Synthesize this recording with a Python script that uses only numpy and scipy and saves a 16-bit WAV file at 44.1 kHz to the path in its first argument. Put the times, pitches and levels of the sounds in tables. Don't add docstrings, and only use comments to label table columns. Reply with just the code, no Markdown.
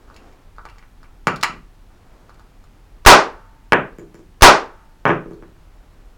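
import sys
import numpy as np
from scipy import signal
from scipy.fft import rfft, irfft, next_fast_len
from scipy.io import wavfile

SR = 44100
rng = np.random.default_rng(int(sys.argv[2]) if len(sys.argv) > 2 else 0)


def wrap_up_sound(samples):
    columns = np.atleast_2d(samples).T
    tamed = np.clip(columns, -1, 1)
    steps = np.round(tamed * 32767).astype(np.int16)
    wavfile.write(sys.argv[1], SR, steps)


def elevation(decibels):
    levels = np.asarray(decibels, float)
    return 10 ** (levels / 20)


N = 272097

# (time [s], blast level [dB])
SHOTS = [(3.0622, 25), (4.4219, 23)]
# (frequency [Hz], relative level per Hz [dB])
BLAST_SPECTRUM = [(35, -53.5), (60, -32), (113, -24), (189, -15.5), (371, -6.5), (700, -1.5), (1200, 0),
                  (2090, -10), (3200, -16.5), (5460, -16), (10000, -34.5), (16000, -53.5)]
# (frequency [Hz], relative level [dB], decay time T60 [s])
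BODY_MODES = [(190, 5.5, 0.016), (272, -4.5, 0.02), (388, -8.5, 0.0061), (930, -6, 0.012),
              (1193, 0.5, 0.023), (1314, 1, 0.022), (1432, -2, 0.013), (2060, 5.5, 0.0042),
              (2350, -2.5, 0.017), (2720, -2.5, 0.011), (4500, 15.5, 0.002), (5380, -5, 0.022),
              (6940, 2.5, 0.0048), (8000, -2, 0.0026), (10300, -5.5, .004), (13200, -10, 0.0033),
              (15300, -7, .003)]
# (time [s], knock level [dB], pitch of the part touched [Hz],
# brightness = clack over knock [dB], tick level [dB])
TOUCHES = [(0.082, -32, 1200, -17.5, -71), (0.1, -24.5, 1314, -26, -59), (0.143, -34, 1430, -15.5, -49.5),
           (0.163, -36.5, 2720, 3.5, -40.5), (0.325, -41, 2720, -5, -56), (0.563, -32.5, 1430, -12, -57.5),
           (0.583, -17.5, 1380, -20, -56), (0.611, -36.5, 1370, -15, -68), (0.653, -12, 930, 1.5, -43.5),
           (0.688, -38, 2720, 8.5, -54), (0.698, -50, 2720, -12, -49), (0.758, -33, 1194, -15, -62),
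           (0.783, -32, 1500, 0, -49.5), (0.826, -28.5, 1500, -2, -60), (1.03, -29, 1340, -6, -53),
           (1.045, -45, 2400, 4, -65), (1.903, -35, 1090, -34, -85), (2.294, -25, 1090, -10, -53),
           (2.343, -49.5, 2410, 4, -54), (2.395, -24.5, 1010, -12, -54), (2.64, -36, 1200, -20, -53.5)]
THUD_HZ, KNOCK_HZ, CLACK_HZ, TICK_HZ = 600, 1700, 3200, 20000


def one(x):
    return x / np.sqrt(np.mean(x ** 2) + 1e-20)


def at_hz(points, hz):
    table = np.array(points)
    return np.interp(np.log(hz + 1), np.log(table[:, 0]), table[:, 1])


def colour(x, points):
    size = next_fast_len(N + SR)
    gain = elevation(at_hz(points, np.fft.rfftfreq(size, 1 / SR)))
    cepstrum = irfft(np.log(gain), size)
    cepstrum[1:size // 2] *= 2
    cepstrum[size // 2 + 1:] = 0
    response = np.exp(rfft(cepstrum))
    return irfft(rfft(x, size) * response, size)[:N]


def clicks(times, db):
    out = np.zeros(N) + 1e-18
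    out[np.round(np.array(times) * SR).astype(int)] = elevation(db)
    return out


def ring(x, hz, t60):
    radius = elevation(-60 / (t60 * SR))
    angle = 2 * np.pi * hz / SR
    return signal.lfilter([0, np.sin(angle)], [1, -2 * radius * np.cos(angle), radius ** 2], x)


def gas_hiss(burn_s):
    t = np.arange(N) / SR
    envelope = np.zeros(N)
    for s, db in SHOTS:
        age = np.maximum(t - s, 0)
        envelope += elevation(db) * (t > s) * np.exp(-age / burn_s)
    return envelope * one(colour(rng.standard_normal(N), BLAST_SPECTRUM))


def pressure_push(push_db, push_s):
    t = np.arange(N) / SR
    push = np.zeros(N)
    for s, db in SHOTS:
        age = np.maximum(t - s, 0) / push_s
        push += elevation(db + push_db) * age * (2 - age) * np.exp(-age)
    return push


def shock_front(front_db):
    return elevation(front_db) * colour(clicks(*np.transpose(SHOTS)), BLAST_SPECTRUM)


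def panel_hum():
    # (frequency [Hz], level relative to the blast [dB], decay time T60 [s])
    panel_modes = [(895, -67, 1.8), (851, -57, .6), (1476.5, -56, .6), (1570, -64, .6)]
    blast = clicks(*np.transpose(SHOTS))
    return sum(ring(blast * elevation(db), hz, t60) for hz, db, t60 in panel_modes)


def strike(blows, modes, thud_db, knock_db, clack_db, tick_db, rattle_s, focus_db=np.zeros((0, 1))):
    s, knock, thud, clack, tick = np.transpose(blows)
    spread = rng.normal(0, 2.5, (len(s), len(modes)))
    spread[:len(focus_db)] += focus_db
    groups = [thud + thud_db, knock + knock_db, clack + clack_db, tick + tick_db]
    top = [THUD_HZ, KNOCK_HZ, CLACK_HZ, TICK_HZ]
    out = np.zeros((len(top), N))
    fade = np.exp(-1 / (rattle_s * SR))
    for k, (hz, level_db, t60) in enumerate(modes):
        group = np.searchsorted(top, hz)
        force = clicks(s, groups[group] + level_db + spread[:, k])
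        if hz > CLACK_HZ:
            force = signal.lfilter([np.sqrt(1 - fade ** 2)], [1, -fade], force)
            force = force * rng.standard_normal(N)
        out[group] += ring(force, hz, t60)
    soft = [signal.sosfilt(signal.butter(7, hz, fs=SR, output="sos"), v) for hz, v in zip(top, out)]
    bass_cut = signal.butter(4, 140.0, "high", fs=SR, output="sos")
    return signal.sosfilt(bass_cut, sum(soft[:3])), soft[3]


def pistol_blows():
    # (time before the bang [s], knock [dB], thud [dB], clack [dB], tick [dB])
    hammer = [(.0125, -14, -45, -26, -38), (.0107, -13, -45, -24, -33)]
    # (time [s], knock [dB], brightness = clack over knock [dB],
    # weight = thud over knock [dB])
    bolt = [(1.2702, 5.5, -10, -14), (1.4299, -9, -8, -15), (1.4330, 3.5, -20, -28),
            (1.434, -10.5, 7.5, -21.5), (1.446, -18.5, -4, -27)]
    # (time [s], tick [dB], clack over tick [dB])
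    catches = [(1.36, -31.5, -22), (1.411, -35.5, -14), (1.4288, -17, -5.5)]
    # (time [s], thud [dB])
    thumps = [(1.494, -23.5), (1.537, -26.5)]
    rows = [(s, db, db - 33.5, db + bright, tick) for s, db, _, bright, tick in TOUCHES]
    rows += [(s, db, db + weight, db + bright, db + bright - 14.5) for s, db, bright, weight in bolt]
    rows += [(s, db - 10.5, db - 7.5, db + clack, db) for s, db, clack in catches]
    rows += [(s, db - 19, db, db - 40, db - 40) for s, db in thumps]
    rows += [(s - lead, *levels) for s, _ in SHOTS for lead, *levels in hammer]
    return rows


def touch_focus_db():
    db_per_octave = 17.5
    pitch = np.transpose(TOUCHES)[2][:, None]
    hz = np.transpose(BODY_MODES)[0]
    return -db_per_octave * np.abs(np.log2(hz / pitch)) * (hz > THUD_HZ) * (hz < CLACK_HZ)


def pistol_parts():
    return strike(pistol_blows(), BODY_MODES, thud_db=-4.5, knock_db=-15.0, clack_db=-9.0, tick_db=-3.5,
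                  rattle_s=0.0055, focus_db=touch_focus_db())


def case_on_floor():
    # (time [s], thud [dB], hardness = knock over thud [dB], tick [dB])
    landings = [(3.722, -23, 27, -38), (3.985, -23.5, -13.5, -40.5), (4.017, -28, -21, -68.5),
                (4.144, -32.5, -6.5, -47.5), (4.192, -35, -17, -53), (5.0536, -13.5, 11, -45),
                (5.061, -10.5, 3.5, -48), (5.079, -16.5, 4.5, -38.5), (5.093, -6.5, -0.5, -44.5),
                (5.105, -14.5, 2, -46), (5.259, -23, -20.5, -62), (5.31, -26.5, -11, -55),
                (5.334, -30, -18, -55.5), (5.376, -34, -19.5, -63), (5.424, -30, -7, -59)]
    # (frequency [Hz], relative level [dB], decay time T60 [s])
    board_modes = [(186, -3, 0.029), (223, -0.5, 0.021), (330, 3, 0.047), (397, -2.5, 0.042),
                   (545, -4, 0.0041), (654, 0.5, 0.0044), (1060, -4.5, 0.0074), (1210, 2.5, 0.0084),
                   (1711, 10, 0.0073), (2248, -4.5, 0.0058), (2580, -10, 0.0031), (4450, -1.5, 0.0011),
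                   (6000, 1.5, 0.0019), (7000, -7, 0.0046), (8670, -8, 0.0014), (12310, -6, 0.0016)]
    blows = [(s, db + hard, db, db + 1.106 * hard - 10, tick) for s, db, hard, tick in landings]
    return strike(blows, board_modes, thud_db=-8.0, knock_db=-2.0, clack_db=0.0, tick_db=4.5,
                  rattle_s=0.00069)


def rustle(grain_db):
    # (time [s], level [dB])
    movements = [
        [(0.0, -56.5), (0.26, -50), (0.396, -56.5), (0.692, -74.5), (1.028, -65), (1.22, -65)],
        [(1.72, -85), (1.948, -60.5), (2.08, -57), (2.204, -55), (2.674, -65.5), (3.0, -61)],
        [(5.55, -58), (5.634, -62), (6.17, -60)],
    ]
    # (frequency [Hz], relative level per Hz [dB])
    cloth_spectrum = [(71, -40), (120, -15.5), (264, 8), (680, 2.5), (1310, -2.5), (3180, -17.5),
                      (7560, -23.5), (12000, -58), (15600, -60), (22000, -120)]
    envelope, t = np.zeros(N), np.arange(N) / SR
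    for rows in movements:
        s, db = np.transpose(rows)
        envelope += elevation(np.interp(t, s, db, left=-120, right=-120))
    sizes = np.repeat(rng.standard_normal(N // 100 + 1), 100)[:N]
    grains = rng.standard_normal(N) * elevation(grain_db * sizes)
    return envelope * one(colour(grains, cloth_spectrum))


def room(tail_db, onset_s, rise_s, smear_s, late_db, late_t60):
    # (frequency [Hz], T60 [s])
    room_t60 = [(60, 0.22), (150, .35), (400, 0.33), (1000, 0.27), (2500, 0.27), (5000, 0.24), (9000, 0.22),
                (16000, 0.047)]
    # (delay [s], relative level [dB])
    echoes = [(.0073, -4.5), (.0098, -5.5), (0.013, -12.5)]
    # (frequency [Hz], relative level per Hz [dB])
    next_room = [(150, -27), (500, -4.5), (900, -4), (1500, 0), (2500, -10.5), (6000, -16.5)]
    t = np.arange(SR) / SR
    tail = 0
    edges = 40 * 2 ** np.arange(0, 9.1, .5)
    for low, high in zip(edges, edges[1:]):
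        band_filter = signal.butter(2, [low, high], "band", fs=SR, output="sos")
        band = signal.sosfilt(band_filter, rng.standard_normal(SR))
        tail = tail + band * elevation(-60 * t / at_hz(room_t60, np.sqrt(low * high)))
    late = one(colour(rng.standard_normal(N), next_room))[:SR]
    tail = tail * elevation(tail_db) + elevation(late_db - 60 * t / late_t60) * late
    out = tail * np.clip((t - onset_s) / rise_s, 0, 1)
    for s, db in echoes:
        burst = rng.standard_normal(SR) * (t > s) * np.exp(-np.abs(t - s) / smear_s)
        out += elevation(db) * burst / np.sqrt(np.sum(burst ** 2))
    return out


def rumble(level_db):
    # (frequency [Hz], relative level per Hz [dB])
    rumble_spectrum = [(8.8, -39.5), (15, -2.5), (43, -0.5), (59, -14.5), (95, -12), (124, -20.5),
                       (166, -21), (316, -26), (584, -34.5), (739, -30.5), (8410, -50.5), (15100, -54.5),
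                       (16500, -53.5)]
    return elevation(level_db) * one(colour(rng.standard_normal(N), rumble_spectrum))


def scene():
    front = shock_front(front_db=29.0)
    bang = gas_hiss(burn_s=0.0018) + pressure_push(push_db=-4.0, push_s=0.0058) + panel_hum()
    parts, parts_tick = pistol_parts()
    case, case_tick = case_on_floor()
    walls = room(tail_db=-25.5, onset_s=0.00043, rise_s=0.0094, smear_s=0.0011, late_db=-72.5, late_t60=.75)
    sent = front + elevation(-3.0) * parts + elevation(-11.5) * parts_tick
    sent = sent + elevation(-1.5) * case + elevation(-2.0) * case_tick
    wet = signal.fftconvolve(sent, walls)[:N]
    direct = bang + parts + parts_tick + case + case_tick
    return (direct + wet + rustle(grain_db=1.5) + rumble(level_db=-45))[None]


def band_limit(x):
    return signal.sosfilt(signal.butter(12, 16640, fs=SR, output="sos"), x)


def record(dry):
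    clipped = np.clip(dry, -.96, .96)
    mix = signal.lfilter([1, -1], [1, -np.exp(-2 * np.pi * 9 / SR)], clipped)
    return band_limit(mix)


dry = scene()
out = record(dry)
wrap_up_sound(out)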